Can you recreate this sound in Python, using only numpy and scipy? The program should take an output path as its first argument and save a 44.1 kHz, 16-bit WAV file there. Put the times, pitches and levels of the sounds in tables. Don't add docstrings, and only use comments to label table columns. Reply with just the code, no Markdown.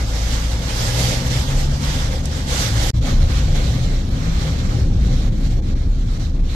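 import sys
import numpy as np
from scipy import signal
from scipy.fft import rfft, irfft, next_fast_len
from scipy.io import wavfile
from scipy.ndimage import uniform_filter1d, map_coordinates

SR = 44100
rng = np.random.default_rng(int(sys.argv[2]) if len(sys.argv) > 2 else 0)


def bounce(signal):
    frames = np.transpose(np.atleast_2d(signal))
    limited = np.clip(frames, -1, 1)
    pcm = np.round(limited * 32767).astype(np.int16)
    wavfile.write(sys.argv[1], SR, pcm)


def elevation(decibels):
    levels = np.asarray(decibels, float)
    return 10 ** (levels / 20)


N = 288834

# (time [s], gain [dB])
DROPOUT = [
    (0, 0),
    (2.9045, 0),
    (2.9058, -28),
    (2.914, -20),
    (2.918, -48),
    (2.931, -55),
    (2.933, -22),
    (2.943, 0),
    (6.55, 0),
]
ENGINE_STOP_S, SECOND_START_S = DROPOUT[3][0], DROPOUT[4][0]
TOP_HZ = 13100
HEAVY_DB = -35


def unit(x):
    return x / np.sqrt(np.mean(x ** 2) + 1e-20)


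def along(points, hz):
    f, v = np.transpose(points)
    return np.interp(np.log(hz + 1), np.log(f + 1), v)


def curves(rows):
    s, *cols = np.transpose(rows)
    return [np.interp(np.arange(N) / SR, s, c) for c in cols]


def wobble(rate):
    knots = rng.standard_normal(int(N * rate / SR) + 4)
    return map_coordinates(knots, [np.arange(N) * rate / SR])


def filtered(x, response):
    m = next_fast_len(N + SR // 2)
    return irfft(rfft(x, m) * response(np.fft.rfftfreq(m, 1 / SR)), m)[..., :N]


def modes(table):
    def response(f):
        return sum((-1) ** k * elevation(db) * 1j * f * w / (c * c - f * f + 1j * f * w)
                   for k, (c, w, db) in enumerate(table))
    return response


def blend(table):
    def response(f):
        power = sum(np.abs(modes([row])(f)) ** 2 for row in table)
        return np.sqrt(power) / (1 + (f / 420) ** 4)
    return response


def first_stretch():
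    return np.arange(N) < SECOND_START_S * SR


def each(pair):
    return np.where(first_stretch(), *pair)


def swells(rows, rise, rest_db):
    t = np.arange(0, N, 32) / SR
    s, db, ms = np.transpose(rows)[:, :, None]
    u = (t - s) * 1000 / np.where(t < s, rise * ms, ms)
    same_stretch = (t < SECOND_START_S) == (s < SECOND_START_S)
    power = np.sum(elevation(2 * (db - 20 * u * u)) * same_stretch, axis=0)
    return 10 * np.log10(np.repeat(power, 32)[:N] + elevation(2 * rest_db))


def cabin(pair, colour):
    # (frequency [Hz], left-right likeness [0-1])
    likeness = [(60, 1), (170, 0.95), (260, 0.86), (430, 0.64), (520, 0.69), (620, 0.27), (900, 0.18),
                (1150, 0.22), (1400, 0.6), (1650, 0.52), (2300, 0.082), (4000, 0.024)]
    # (frequency [Hz], left over right [dB])
    port_lean = [(60, 0.6), (200, 2.1), (900, 1.6), (1300, 0), (1800, -4), (2500, -2.5), (3000, -6.5),
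                 (6000, -9.5), (7700, -5), (8600, -0.5), (9500, -10), (10700, -6), (12000, -11), (12900, 1)]
    # (frequency [Hz], lag [rad])
    port_lag = [(520, 0), (620, -0.3), (860, -0.06), (980, 3.5), (1300, 2), (1900, 2), (2100, 6.5)]

    def spread(hz):
        angle = np.arccos(np.clip(along(likeness, hz), -1, 1)) / 2
        return colour(hz) * [np.cos(angle), np.sin(angle)]

    def apart(hz):
        halves = np.array([[.5], [-.5]])
        return elevation(along(port_lean, hz) * halves) * np.exp(1j * along(port_lag, hz) * halves)

    mid, side = filtered(pair, spread)
    ports = filtered(np.array([mid + side, mid - side]), apart)
    return ports / np.sqrt(np.mean(ports.mean(0) ** 2))


def patchy(depth_db):
    z = signal.stft(rng.standard_normal((2, N)), nperseg=512)[2]
    field = uniform_filter1d(rng.standard_normal(z.shape[1:]), size=8, axis=0)
    field = uniform_filter1d(field, size=8, axis=1)
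    return signal.istft(z * elevation(depth_db * unit(field)), nperseg=512)[1][:, :N]


def drops(per_second, spread_db):
    falls = rng.random((2, N)) < per_second / SR
    size_db = spread_db * rng.exponential(size=(2, N)).clip(0, 3)
    return unit(falls * rng.standard_normal((2, N)) * elevation(size_db))


def sheets(hits, colour):
    splash_hz, mist_hz = 1900, 8000

    def below(edge_hz):
        return lambda hz: 1 / (1 + (hz / edge_hz) ** 10)

    spray = cabin(hits, lambda hz: elevation(along(colour, hz)) * below(mist_hz)(hz))
    splash = filtered(spray, below(splash_hz))
    mist = cabin(hits, lambda hz: elevation(along(colour, hz)) * (1 - below(mist_hz)(hz)))
    return np.array([splash, spray - splash, mist])


def rain():
    # (peak [s], peak level [dB], fade to -20 dB [ms], more on the roof [dB])
    sweeps = [(0.318, -33.5, 424, -1.5), (0.826, -28, 298, -1), (1.056, -25.5, 274, 3.0),
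              (1.341, -29.5, 147, -1.5), (1.449, -35.0, 740, 2), (1.61, -33.5, 68, 1.0),
              (1.852, -33.5, 70, -11), (1.951, -32, 240, -4), (2.131, -35.5, 120, 4.5), (2.24, -39, 120, 3),
              (2.36, -36, 140, -2), (2.579, -24.5, 210, -1.0), (2.846, -27, 230, 2.5),
              (3.093, -33.5, 158, 7), (3.224, -38.5, 47, 10), (3.368, -35, 148, -7), (3.58, -40, 1002, 4),
              (3.628, -35.5, 270, 3.5), (3.875, -43, 190, -5), (4.2, -40.5, 167, 0.0),
              (4.419, -36.0, 446, 0.5), (4.754, -40.5, 380, 7), (5.041, -42.5, 128, -2),
              (5.174, -39, 190, 1.5), (5.456, -42, 234, -1.0), (5.692, -43.5, 70, -2),
              (5.806, -50.5, 420, -11), (6.041, -46, 145, -7), (6.196, -42, 188, -2.5),
              (6.61, -39.5, 328, -7)]
    # (time [s], level [dB])
    drizzle = [(0, -36.5), (2.9, -43), (2.94, -41.5), (6.55, -52.5)]
    # (time [s], depth [dB], half width [ms])
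    wind_lulls = [(0.583, -1.5, 17), (1.294, -5, 9.4), (2.235, -3.5, 18), (2.458, -3.5, 20),
                  (3.006, -8, 8.2), (3.543, -3, 7.3), (4.897, -4.5, 25), (5.306, -5, 9), (5.396, -3, 7.4),
                  (5.491, -4, 11), (5.557, -4, 12), (5.614, -2.5, 22), (6.049, -3, 14), (6.329, -3.0, 17),
                  (6.426, -4.5, 17)]
    # (frequency [Hz], density [dB per Hz])
    spray_colours = [
        [(410, -5), (700, -6.5), (831, 3.5), (1020, 1), (1310, 1), (1550, 1), (2110, 1), (2560, -3),
         (3230, 0.5), (6110, -2.5), (7520, -8.5), (10300, -24), (11800, -19.5), (13000, -27)],
        [(530, -44), (900, -4), (984, 0.5), (1160, 2.5), (1650, 0.5), (2250, 0.5), (2630, -3.5), (4170, 1),
         (4880, -5.5), (5450, -3.5), (7290, -8.5), (10300, -24), (11900, -20.5), (13000, -23)],
    ]
    # (frequency [Hz], width [Hz], level [dB])
    roof_modes = [(280, 56, -7.5), (510, 73, -1), (653, 284, -7.5), (820, 106, -6.5)]

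    s, db, fade, more_db = np.transpose(sweeps)
    t = np.arange(N) / SR
    lull_db = sum(depth * np.exp(-((t - at) * 1000 / ms) ** 2) for at, depth, ms in wind_lulls)
    drizzle_db = curves(drizzle)[0]
    spray_db = swells(np.c_[s, db, fade], 0.8, drizzle_db) + lull_db
    roof_db = swells(np.c_[s, db + more_db, fade], 0.8, drizzle_db) + lull_db

    harder_db = spray_db - HEAVY_DB
    mist_db = each((-11.5, -13)) + 0.11 * harder_db + .7 * wobble(7)
    splash_db = each((0.76, -0.5)) - each((0.36, 0.05)) * harder_db + 0.97 * wobble(9)
    drum_db = -38 + 0.61 * (roof_db - HEAVY_DB)
    flurry_db = .5 * wobble(16) + .7 * wobble(40)
    sparse = np.clip((-34 - spray_db) / 16, 0, .7)
    gaps = 1 - sparse * np.clip(2 * (wobble(80) - 1.1), 0, 1)

    hits = patchy(depth_db=1.32) + elevation(-11) * drops(per_second=3000, spread_db=4.0)
    first, second = [sheets(hits, colour) for colour in spray_colours]
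    splash, spray, mist = np.where(first_stretch(), first, second)
    knocks = patchy(depth_db=-1.15) + elevation(-8.5) * drops(per_second=600, spread_db=2)
    roof = cabin(knocks, modes(roof_modes))
    glass = elevation(spray_db) * gaps * (elevation(splash_db) * splash + spray + elevation(mist_db) * mist)
    return elevation(flurry_db) * (glass + elevation(drum_db) * roof)


def boom():
    # (peak [s], peak level [dB], fade to -20 dB [ms])
    gust_swells = [(0.06, -28, 108), (0.35, -27.0, 158), (0.55, -30, 127), (0.83, -28, 260),
                   (1.18, -31, 470), (1.59, -16, 175), (2.05, -25.5, 355), (2.5, -36, 110),
                   (2.86, -24.5, 170), (3.0, -31, 200), (3.01, -20, 120), (3.19, -15, 167),
                   (3.24, -38, 248), (3.52, -17.5, 168), (3.67, -32, 1160), (3.94, -16.5, 246),
                   (4.31, -21.5, 202), (4.67, -21, 98), (4.87, -17.5, 156), (5.12, -18.0, 112),
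                   (5.28, -16, 130), (5.46, -18.0, 229), (5.85, -21, 670), (6.39, -19, 240)]
    level_db = swells(gust_swells, rise=0.73, rest_db=-33.5) + 5
    pitch_hz = 29.8 + wobble(3) + 1.8 * wobble(14)
    ring = np.sqrt(2) * np.sin(2 * np.pi * np.cumsum(pitch_hz) / SR) * elevation(1.2 * wobble(16))
    buffet = unit(filtered(rng.standard_normal((2, N)), modes([(32.5, 1.77, 0)])))
    buffet = buffet[0] + 0.12 * buffet[1] * [[1], [-1]]
    return elevation(level_db) * (ring + elevation(-11.5) * buffet)


def road():
    # (time [s], level [dB])
    roughness = [(0, -29.5), (.6, -28.5), (1, -25), (1.5, -25.5), (2.3, -25.5), (2.9, -24), (2.94, -24),
                 (3.2, -23.5), (3.62, -25.5), (3.76, -22.5), (4, -26), (4.4, -25.5), (4.85, -21),
                 (5.3, -23.5), (5.7, -25.5), (6.1, -28.5), (6.55, -29)]
    # (frequency [Hz], width [Hz], level [dB])
    spring_modes = [(40.8, 7.9, 0.3)]
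    floor_modes = [(40.7, 11, -5.5), (55.8, 10, 1.5), (70, 9.5, -6), (89, 17, -10)]
    door_modes = [(110, 18, 4.5), (134, 13, 0), (150, 7, -5.5), (166.3, 14.5, -1)]
    dash_modes = [(208, 32, -0.5), (259, 15, 2.5), (270, 8.3, -1), (300, 17.5, -21), (365, 19, -9)]

    def shaken(table, level_db):
        return elevation(level_db) * cabin(rng.standard_normal((2, N)), blend(table))

    rough_db = curves(roughness)[0]
    floor_db = each((-23.5, -20)) + 0.35 * (rough_db - rough_db.mean())
    doors_db = rough_db + each((-2.5, -0.5))
    dash_db = rough_db + each((-10, -10)) + 0.72 * wobble(9)
    body = shaken(spring_modes, each((-32.5, -28.5))) + shaken(floor_modes, floor_db)
    return body + shaken(door_modes, doors_db) + shaken(dash_modes, dash_db)


def engine():
    # (time [s], firing rate [Hz])
    revs = [
        (0, 54.1),
        (.22, 55.8),
        (.7, 57.85),
        (1.5, 66.8),
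        (2.03, 73.65),
        (2.33, 73),
        (2.61, 65.06),
        (2.78, 56.6),
        (2.9, 54.5),
    ]
    # (time [s], opening [0-1])
    throttle = [
        (0, 0.3),
        (.6, 0.52),
        (.97, 1),
        (1.5, 1),
        (2.0, 0.72),
        (2.08, 0.3),
        (2.45, 0.13),
        (2.7, 0.2),
        (2.9, 0.3),
    ]
    pulling_db, coasting_db = (-26.5, -26, -39), (-21.5, -34, -52)
    pan_hz, pan_width_hz, pan_db = 56, 1, 3.5
    clutch_s, clutch_len_s, clutch_db = 2.1, .07, -11

    hz = curves(revs)[0]
    load = np.clip(curves(throttle)[0], 0, 1)
    slack_db = clutch_db * np.exp(-((np.arange(N) / SR - clutch_s) / clutch_len_s) ** 2)
    orders_db = [off + load * (on - off) + slack_db for on, off in zip(pulling_db, coasting_db)]
    orders_db[0] = orders_db[0] + pan_db / (1 + ((hz - pan_hz) / pan_width_hz) ** 2)
    phase = 2 * np.pi * np.cumsum(hz * (1 + 0.0061 * wobble(15))) / SR
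    tones = elevation(orders_db[1] - 19) * np.sin(4 * phase)
    for k, db in enumerate(orders_db, start=1):
        unsteady_db = db + 1.2 * wobble(9) + 2 * wobble(22)
        tones = tones + elevation(unsteady_db) * np.sqrt(2) * np.sin(k * phase)
    return tones * (np.arange(N) < ENGINE_STOP_S * SR) * elevation([[.4], [-.4]])


def splats():
    # (time [s], peak level [dB])
    heavy_drops = [
        (2.2553, -23),
        (2.2744, -39),
    ]
    out, t = np.zeros((2, N + SR)), np.arange(SR // 20) / SR
    for s, db in heavy_drops:
        decay = elevation(db + 10 - 60 * t / .022)
        burst = rng.standard_normal((2, len(t))) * decay * (1 - np.exp(-t / .0004))
        out[:, round(s * SR):][:, :len(t)] += burst * elevation([[-5], [3]])
    return filtered(out[:, :N], lambda hz: modes([(6200, 7500, 0)])(hz) ** 4)


def bumps():
    # (peak [s], peak level [dB], panel pitch [Hz])
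    jolts = [(2.739, -21, 110), (2.86, -36, 303.4), (2.97, -20.5, 117.2), (2.979, -17, 63),
             (3.03, -33, 161), (3.079, -26.5, 131), (3.09, -33, 252.5), (3.11, -34.5, 229),
             (3.222, -19.5, 80), (3.37, -28, 130.3), (3.38, -16, 49.5), (3.418, -25.0, 88.3),
             (3.46, -21, 77), (3.51, -27, 147), (3.759, -24.0, 126.6), (3.81, -31.5, 164),
             (3.999, -30, 154.4), (4.121, -27.5, 56), (4.31, -28, 163), (4.46, -25, 156.7),
             (4.56, -20.5, 57.7), (4.8, -20.5, 113), (4.94, -25.5, 159.6), (4.97, -36.5, 213),
             (5.019, -18, 51), (5.07, -31, 191), (5.079, -22, 133.2), (5.3, -32, 209), (5.49, -28.0, 154),
             (6.29, -21.5, 75)]
    rise_ms, fade_ms = 91, 142
    out, t = np.zeros(N + SR), np.arange(-SR // 4, SR // 4) / SR
    u = t * 1000 / np.where(t < 0, rise_ms, fade_ms)
    for (s, db, hz), start in zip(jolts, rng.random(len(jolts))):
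        hum = np.sqrt(2) * np.sin(2 * np.pi * (hz * t + start))
        out[round(s * SR):][:len(t)] += elevation(db - 20 * u * u) * hum
    return out[SR // 4:][:N] * elevation([[.5], [-.5]])


def scene():
    return rain() + boom() + road() + engine() + splats() + bumps()


def thinned(x):
    # (frequency [Hz], threshold [dB])
    weak_bands = [(800, -30), (1300, -8), (2600, -7), (4000, -10), (7500, -8.5), (8600, -4.5),
                  (10200, -2.5), (10900, -5), (11500, -11), (12300, -7), (12900, -2)]
    hz, _, z = signal.stft(x, SR, nperseg=2048, noverlap=1536)
    bins, frames = z.shape[1:]
    power = np.sum(np.abs(z) ** 2, axis=0) + 1e-20
    now = uniform_filter1d(uniform_filter1d(power, size=40, axis=0), size=3, axis=1)
    usual = np.sqrt(uniform_filter1d(now, size=40, axis=1) * np.median(now, axis=1, keepdims=True))
    lull_db = 10 * np.log10(np.abs(now / usual))
    whim = np.kron(rng.standard_normal((bins // 6 + 1, frames // 5 + 1)), np.ones((6, 5)))
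    whim_db = 4 * whim[:bins, :frames]
    edge_hz = TOP_HZ - 170 * np.floor(np.repeat(rng.exponential(1.2, frames), 5)[:frames])
    strong = .4 * lull_db + whim_db > along(weak_bands, hz)[:, None]
    kept = strong & (hz[:, None] < edge_hz)
    return signal.istft(z * kept, SR, nperseg=2048, noverlap=1536)[1][:, :N]


def low_pass(x):
    return signal.sosfilt(signal.butter(12, 13640, fs=SR, output="sos"), x)


def record(dry):
    heard = filtered(dry, lambda hz: (1j * hz / 22 / (1 + 1j * hz / 22)) ** 2)
    heard = heard / (1 + np.abs(heard / .66) ** 4) ** (1 / 4)
    joined = thinned(heard) * elevation(curves(DROPOUT)[0])
    mix = filtered(joined, lambda hz: hz < TOP_HZ)
    return low_pass(mix)


dry = scene()
out = record(dry)
bounce(out)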